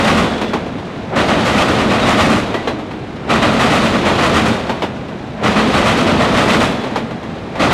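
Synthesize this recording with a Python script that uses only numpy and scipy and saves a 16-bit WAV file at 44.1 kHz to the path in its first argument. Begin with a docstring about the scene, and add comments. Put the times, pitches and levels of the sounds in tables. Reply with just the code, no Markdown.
"""Wheels slam over nearby rail joints as a freight train of tall steel car carriers rolls past.
At each coupling, one every two seconds or so, two trucks of two axles set noisy bursts clattering, booming and ringing.
Single wheels clack hard, as short cracks with ringing modes; the rolling roar is noise that swells with each coupling.
The hollow cars drum and hum as filtered knocks and noise, a wheel sings faintly as a wavering sine, and the
track bed shakes as steady low noise. A soft limiter holds the peaks."""
import sys
import numpy as np
from scipy import signal
from scipy.fft import rfft, irfft, next_fast_len
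from scipy.io import wavfile
from scipy.ndimage import uniform_filter1d, minimum_filter1d, map_coordinates

SR = 44100
rng = np.random.default_rng(int(sys.argv[2]) if len(sys.argv) > 2 else 0)


def waveform_to_disk(signal):
    """Save audio, clipped to [-1, 1], as 16-bit WAV at the path in sys.argv[1]."""
    frames = np.transpose(np.atleast_2d(signal))
    scaled = np.clip(frames, -1, 1) * 32767
    samples = np.round(scaled).astype(np.int16)
    wavfile.write(sys.argv[1], SR, samples)


N = 340893

# couplings passing, timed when the first axle meets the first joint; the last three columns are the car behind:
# (time [s], speed [m/s], leading truck [dB], trailing truck [dB], rumble [dB], roar [dB], drone pitch [Hz])
COUPLINGS = [(-.984, 13.65, -1, -0.5, 1, 1.4, 260), (1.15, 13.7, -1.2, 0.7, -0.43, -0.23, 308),
             (3.287, 13.42, 0.78, -2, -0.69, -0.23, 219), (5.426, 13.36, -1.1, 0.7, -0.25, 0.52, 235),
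             (7.588, 15, .8, 0, 0.082, 0, 225)]
# near rail joints: (place along the track [m], leading truck level [dB], trailing truck level [dB],
# boom level [dB], swell time [s], t60 [s], brightness [dB/octave])
RAIL_JOINTS = [(0, 0, -4, -0.5, 0.014, .28, -0.85), (2.95, -8.5, -13, 3, 0.015, .34, 0),
               (4.0, -.5, -0.2, -3.5, 0.014, .29, .5), (5.42, -5.5, -4, 2, .014, 0.39, 1),
               (10.2, -4.5, -26, -4, 0.013, 0.3, -0.5)]
# single hard wheel clacks: (time [s], level [dB], brightness [dB/octave],
# pitch before tuning around which the wheel's modes ring most [Hz], tuning [ratio])
WHEEL_CLACKS = [(.414,-11.5,1,1970,1), (.534,-7.8,-1,1000,1), (1.127,-16,-7,1000,1),
                (2.542,-10.5,-0.5,1980,0.96), (2.674,-8,-1,4050,1), (4.694,-9.5,-.5,1000,0.89),
                (4.821,-9,0,4050,.885), (6.838,-14,-1.5,1200,1), (6.958,-8.5,0,1020,1),
                (7.554,-19,0,1200,1)]
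# modes of a struck wheel before tuning: (pitch [Hz], level [dB], t60 [s])
WHEEL_MODES = [(1029, -4, 0.12), (1234, -15, 0.26), (2013, -8.5, 0.28), (2540, -13, 0.23),
               (3290, -11.5, 0.24), (3630, -24, 0.2), (4040, -11.5, 0.28), (4960, -38, 0.17),
               (5730, -26, 0.25)]
# resonances of the hollow car body: (centre [Hz], width [Hz], level [dB])
BODY_MODES = [(79, 14.4, -7), (129, 27.5, -7.5), (187.7, 19.4, -3.5), (221.2, 12, 4.5), (258.7, 8.7, 1.5),
              (303.5, 26.4, -4)]
# broad resonances of the rail and side panels: (centre [Hz], width [Hz], boost [dB])
PANEL_MODES = [(655, 110, 0), (1144, 44, 3), (1280, 34, 1.5), (1480, 81, 3.5), (1930, 240, 6.5),
               (2510, 140, 2.5), (3930, 820, -2.5)]
# a wheel singing against the rail: (time at the loudest [s], length [s], mid pitch [Hz], level [dB])
SINGING_NOTES = [(0.36, .62, 3415, -38.5), (2.035, .06, 3780, -27), (2.59, .09, 1980, -34),
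                 (4.55, .12, 3650, -37), (6.73, .36, 3420, -38.5)]

# noise colour of the clashing steel: (frequency [Hz], relative density [dB/Hz])
SLAM_COLOUR = [(150,-25),(250,-10),(400,-11),(620,-1),(950,-8.5),(1220,-3.5),(1630,-13.5),(2600,-13),(3900,-16),(4600,-22),(8500,-31),(12000,-43),(15000,-54)]
# noise colour of a wheel's crack: (frequency [Hz], relative density [dB/Hz])
CLACK_COLOUR = [(120, -19), (300, 2.5), (430, 0.5), (900, 0), (1500, -9), (3200, -13.5), (4000, -17.5),
                (5000, -23.5), (8000, -33), (15000, -49)]
# noise colour of the rolling rumble: (frequency [Hz], relative density [dB/Hz])
RUMBLE_COLOUR = [(20,-43),(35,-14.5),(70,-10),(130,-5.5),(220,-2),(320,-8.5),(450,-12),(650,-19.5),(1000,-71)]
# noise colour of the rolling roar: (frequency [Hz], relative density [dB/Hz])
ROAR_COLOUR = [(150, -29), (350, 1), (650, 1), (1000, -4.5), (1600, -9), (2300, -13), (3500, -25.5),
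               (7000, -83)]
# noise colour of the rolling hiss: (frequency [Hz], relative density [dB/Hz])
HISS_COLOUR = [(1200, -46), (2400, 0), (3800, -1.5), (4800, -9), (8000, -19.5), (11000, -29.5),
               (15000, -45)]
# noise colour of the shaking track bed: (frequency [Hz], relative density [dB/Hz])
GROUND_COLOUR = [(20, -14), (45, 5), (125, 18), (170, 15), (400, -55)]

# rumble swell at each coupling, relative levels:
# (between couplings [dB], beside the trucks [dB], attack [s], held until [s], release [s])
RUMBLE_SWELL = (-25, -15, 0.07, 1.2, 0.2)
# roar swell: (between couplings [dB], beside the trucks [dB], attack [s], held until [s], release [s])
ROAR_SWELL = (-27.6, -15.1, 0.11, 1.0872, 0.68)
# hiss swell: (between couplings [dB], beside the trucks [dB], attack [s], held until [s], release [s])
HISS_SWELL = (-39.8, -24.5, .06, 1.0969, .6)
# drumming swell; its negative third value gives no gradual rise, the drumming comes up abruptly:
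# (between couplings [dB], beside the trucks [dB], negative for an abrupt start [s], held until [s], release [s])
DRUM_SWELL = (-28.5, -16.5, -0.08, 1.19, 0.6)

WHEELBASE_M, TRUCK_GAP_M = 1.66, 8.45  # axle to axle in a truck; truck to truck across a coupling
FAR_JOINT_M, FAR_JOINT_DB, FAR_RING_HZ = 14.0, -23.5, 2000  # a distant joint that only ticks
CLACK_T60_S = 0.18
FULL_AT_S = 0.04  # the swell is complete this long after the first axle meets the first joint
TOP_HZ = 15000  # band limit of the mix


def slams(clash_db=-8.0, fittings_db=-12, boom_db=-8, ring_db=-16, boom_t60_s=0.45, hold_s=0.047):
    """Each wheel on a near joint sets panels and fittings clashing, booms in the car body and rings."""
    track, t = np.zeros(N), np.arange(SR // 2) / SR
    dying = np.hypot(t, hold_s) - hold_s  # the clash holds before it falls
    for joint_m, leading_db, trailing_db, body_db, swell_s, t60_s, bright_db in RAIL_JOINTS:
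        rise = t ** 2 / (t ** 2 + swell_s ** 2 + 1e-9)
        for s, truck, db in crossings(joint_m):
            panels = noise(lambda hz: steel(hz) + bright_db * np.log2(0.5 + hz / 2000), len(t))
            clash = panels * chatter(rate_hz=170, life_s=0.0036, depth=0.71, size=len(t))
            clash += amp(fittings_db) * fittings(t)
            clash *= amp(clash_db - 60 * dying / t60_s)
            boom = body_noise(len(t)) * amp(boom_db + body_db - 60 * t / boom_t60_s)
            ring = amp(ring_db) * wheel_ring(t, focus_hz=1800, focus_db=-0.5, spread=0.032)
            strength = amp(db + (trailing_db if truck else leading_db))
            add(track, s, strength * rise * (clash + boom + ring))
    return track


def steel(hz):
    """Colour of clashing steel in dB: the broad slam spectrum lifted or dipped at the panel resonances."""
    resonances = sum(db / (1 + (2 * (hz - centre) / width) ** 2) for centre, width, db in PANEL_MODES)
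    return along(SLAM_COLOUR, hz) + resonances


def fittings(t, count=60, span_s=0.17, t60_s=0.055):
    """Loose chains and panel plates clink at random moments, each a dying sine at its own pitch."""
    draws = rng.random((count, 2))
    hz = 500 * 10 ** draws[:, :1]  # 500 to 5000 Hz
    age = t[:SR // 16]
    envelope = amp(-60 * age / t60_s) * (1 - np.exp(-age / 0.00037))
    clinks = amp(steel(hz)) * np.sqrt(hz) * np.sin(2 * np.pi * hz * age) * envelope
    index = (span_s * SR * draws[:, 1:]).astype(int) + np.arange(len(age))
    return unit(np.bincount(index.ravel(), clinks.ravel(), len(t))[:len(t)])


def clacks(crack_db=-4.0, ring_db=-8, thud_db=-14, thud_t60_s=0.54, attack_s=0.00034, hold_s=0.004):
    """Short, hard blows of single wheels, and the tick of every axle on the distant joint: crack, thud, ring."""
    track, t = np.zeros(N), np.arange(SR // 2) / SR
    dying = np.hypot(t, hold_s) - hold_s
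    onset = 1 - np.exp(-t / attack_s)
    ticks = [(s, FAR_JOINT_DB + db, 0, FAR_RING_HZ, 1) for s, _, db in crossings(FAR_JOINT_M)]
    for s, db, bright_db, focus_hz, tuning in WHEEL_CLACKS + ticks:
        crack = noise(lambda hz: along(CLACK_COLOUR, hz) + bright_db * np.log2(0.5 + hz / 2000), len(t))
        crack *= amp(crack_db - 60 * dying / CLACK_T60_S)
        thud = body_noise(len(t)) * amp(thud_db - 60 * t / thud_t60_s)
        ring = amp(ring_db) * wheel_ring(t, focus_hz, focus_db=6.5, spread=0.0028, tuning=tuning)
        add(track, s, amp(db) * onset * (crack + thud + ring))
    return track


def wheel_ring(t, focus_hz, focus_db, spread, tuning=1):
    """Wheel modes, strengths and pitches new at each blow, weaker per octave from the focus before tuning."""
    ring = np.zeros(len(t))
    waver = 0.64 * wobble(118, len(t))  # the rolling contact unsteadies the ring
    for hz, db, t60_s in WHEEL_MODES:
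        phase = 2 * np.pi * hz * tuning * (1 + spread * rng.normal()) * t + waver
        level_db = db + 2 * rng.normal() - abs(focus_db * np.log2(hz / focus_hz))
        ring += amp(level_db - 60 * t / t60_s) * np.sin(phase)
    return ring


def crossings(joint_m):
    """(time [s], truck 0 or 1, level [dB]) for every axle that rolls over a joint."""
    axles = []
    for s, speed, leading_db, trailing_db, *_ in COUPLINGS:
        for truck, db in enumerate([leading_db, trailing_db]):
            for axle in range(2):
                distance_m = joint_m + truck * TRUCK_GAP_M + axle * WHEELBASE_M
                axles.append((s + distance_m / speed, truck, db))
    return [row for row in axles if -0.5 < row[0] < N / SR]


def rolling(rumble_db=-3, drum_db=-7, roar_db=-3, hiss_db=-3):
    """Rough treads roar and hiss on the rail; uneven knocks of the running gear drum on the body."""
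    s, *_, car_rumble_db, car_roar_db, _ = np.transpose(COUPLINGS)
    passing = np.searchsorted(s, np.arange(N) / SR) - 1  # which car is alongside
    rumble = amp(rumble_db + swell(*RUMBLE_SWELL)) * noise(lambda hz: along(RUMBLE_COLOUR, hz))
    drum = amp(drum_db + swell(*DRUM_SWELL)) * drumming()
    roar = amp(roar_db + swell(*ROAR_SWELL)) * noise(lambda hz: along(ROAR_COLOUR, hz))
    roar *= chatter(rate_hz=32, life_s=0.0025, depth=0.86, size=N)
    hiss = amp(hiss_db + swell(*HISS_SWELL)) * noise(lambda hz: along(HISS_COLOUR, hz))
    hiss *= chatter(rate_hz=100, life_s=0.0051, depth=0.33, size=N)
    return amp(car_rumble_db[passing]) * (rumble + drum) + amp(car_roar_db[passing]) * (roar + hiss)


def drumming(rate_hz=19):
    """Knocks of the running gear, uneven in time and strength, excite the hollow body's resonances."""
    knocks = np.zeros(N)
    for k, (late, size_db) in enumerate(rng.standard_normal((int(rate_hz * N / SR), 2))):
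        add(knocks, (k + 0.2508 * late) / rate_hz, amp([size_db]))
    return unit(filtered(knocks, body))


def swell(far_db, near_db, attack_s, until_s, release_s):
    """Level in dB of a rolling sound: up, held and down at each coupling; abruptly up if attack_s is negative."""
    t = np.arange(N) / SR
    corners = [FULL_AT_S - attack_s, FULL_AT_S, until_s, until_s + release_s]
    near = [np.interp(t - s, corners, [0, 1, 1, 0]) for s, *_ in COUPLINGS]
    return far_db + (near_db - far_db) * np.max(near, axis=0)


def drone(db=-30.0, width_hz=30, start_s=1.05, length_s=1.05):
    """Each hollow car hums at its own pitch, a narrow band of noise, while its side goes by."""
    track = np.zeros(N)
    passing = np.sin(np.linspace(0, np.pi, int(length_s * SR)))
    for s, *_, car_db, _, pitch in COUPLINGS:
        hum = noise(lambda hz: -20 * np.log10(1 + ((hz - pitch) / width_hz) ** 2), len(passing))
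        add(track, s + start_s, amp(db + car_db) * passing * hum)
    return track


def singing(fall=0.025, waver=0.69):
    """A rubbed wheel holds one fuzzy note that sinks by the fraction fall per second as it moves away."""
    track = np.zeros(N)
    for s, length_s, hz, db in SINGING_NOTES:
        u = np.linspace(0, 1, int(length_s * SR))
        pitch = hz * (1 - fall * length_s * (u - 0.5))
        phase = 2 * np.pi * np.cumsum(pitch) / SR + waver * wobble(155, len(u))
        add(track, s - length_s / 2, amp(db) * np.sqrt(2) * np.sin(np.pi * u) * np.sin(phase))
    return track


def ground(db=-35.5):
    """The weight of the whole train shakes the track bed steadily, as low noise."""
    return amp(db) * noise(lambda hz: along(GROUND_COLOUR, hz))


def body(hz, top_hz=900):
    """Causal response of the car body's resonances; the heavy body passes little treble."""
    modes = 0
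    for k, (centre, width, db) in enumerate(BODY_MODES):
        damping = 1j * hz * width
        modes = modes + (-1) ** k * amp(db) * damping / (centre ** 2 - hz ** 2 + damping)
    return modes / (1 + 1j * hz / top_hz)


def body_noise(size):
    """Noise of rms 1 coloured by the car body's resonances."""
    return unit(filtered(rng.standard_normal(size), body))


def chatter(rate_hz, life_s, depth, size):
    """Envelope of loose steel parts knocking at random: each knock rises within a millisecond and dies away."""
    knocks = (rng.random(size) < rate_hz / SR) * rng.exponential(size=size)
    power = signal.lfilter([1], [1, -np.exp(-1 / (life_s * SR))], knocks)
    return unit(uniform_filter1d(np.sqrt(1 + abs(depth) * power), size=40))


def noise(colour_db, size=N):
    """Noise of rms 1 whose level is a function of frequency."""
    return unit(filtered(rng.standard_normal(size), lambda hz: amp(colour_db(hz))))


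def filtered(x, response):
    """x passed through a complex response of frequency."""
    m = next_fast_len(len(x) + 8192)  # padded to keep tails from wrapping round to the start
    return irfft(rfft(x, m) * response(np.fft.rfftfreq(m, 1 / SR)), m)[:len(x)]


def wobble(rate_hz, size=N):
    """A smooth random curve with rate_hz knots a second."""
    knots = rng.standard_normal(int(size * rate_hz / SR) + 4)
    return map_coordinates(knots, [np.arange(size) * rate_hz / SR])


def along(points, hz):
    """(frequency [Hz], value) points read on a log frequency axis."""
    f, v = np.transpose(points)
    return np.interp(np.log(hz + 1), np.log(f), v)


def amp(db):
    """Decibels to gain."""
    return 10 ** (np.asarray(db) / 20)


def unit(x):
    """Scale to rms 1."""
    return x / np.sqrt(np.mean(x ** 2) + 1e-20)


def add(track, s, sound):
    """Mix a sound into a track at time s, cut to the track's ends."""
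    start = round(s * SR)
    sound, start = sound[max(-start, 0):], max(start, 0)
    track[start:start + len(sound)] += sound[:max(N - start, 0)]


def scene():
    """All of the train, heard from beside the track."""
    return (slams() + clacks() + rolling() + drone() + singing() + ground())[None]


def record(dry, ceiling_db=-2.0):
    """A fast limiter with a soft knee holds the peaks, then a filter removes all above the band limit."""
    needed = (1 + (dry[0] / amp(ceiling_db)) ** 6) ** (-1 / 6)
    gain = uniform_filter1d(minimum_filter1d(needed, size=260), size=200)  # windows in samples
    return filtered(dry[0] * gain, lambda hz: hz < TOP_HZ)[None]


dry = scene()
out = record(dry)
waveform_to_disk(out)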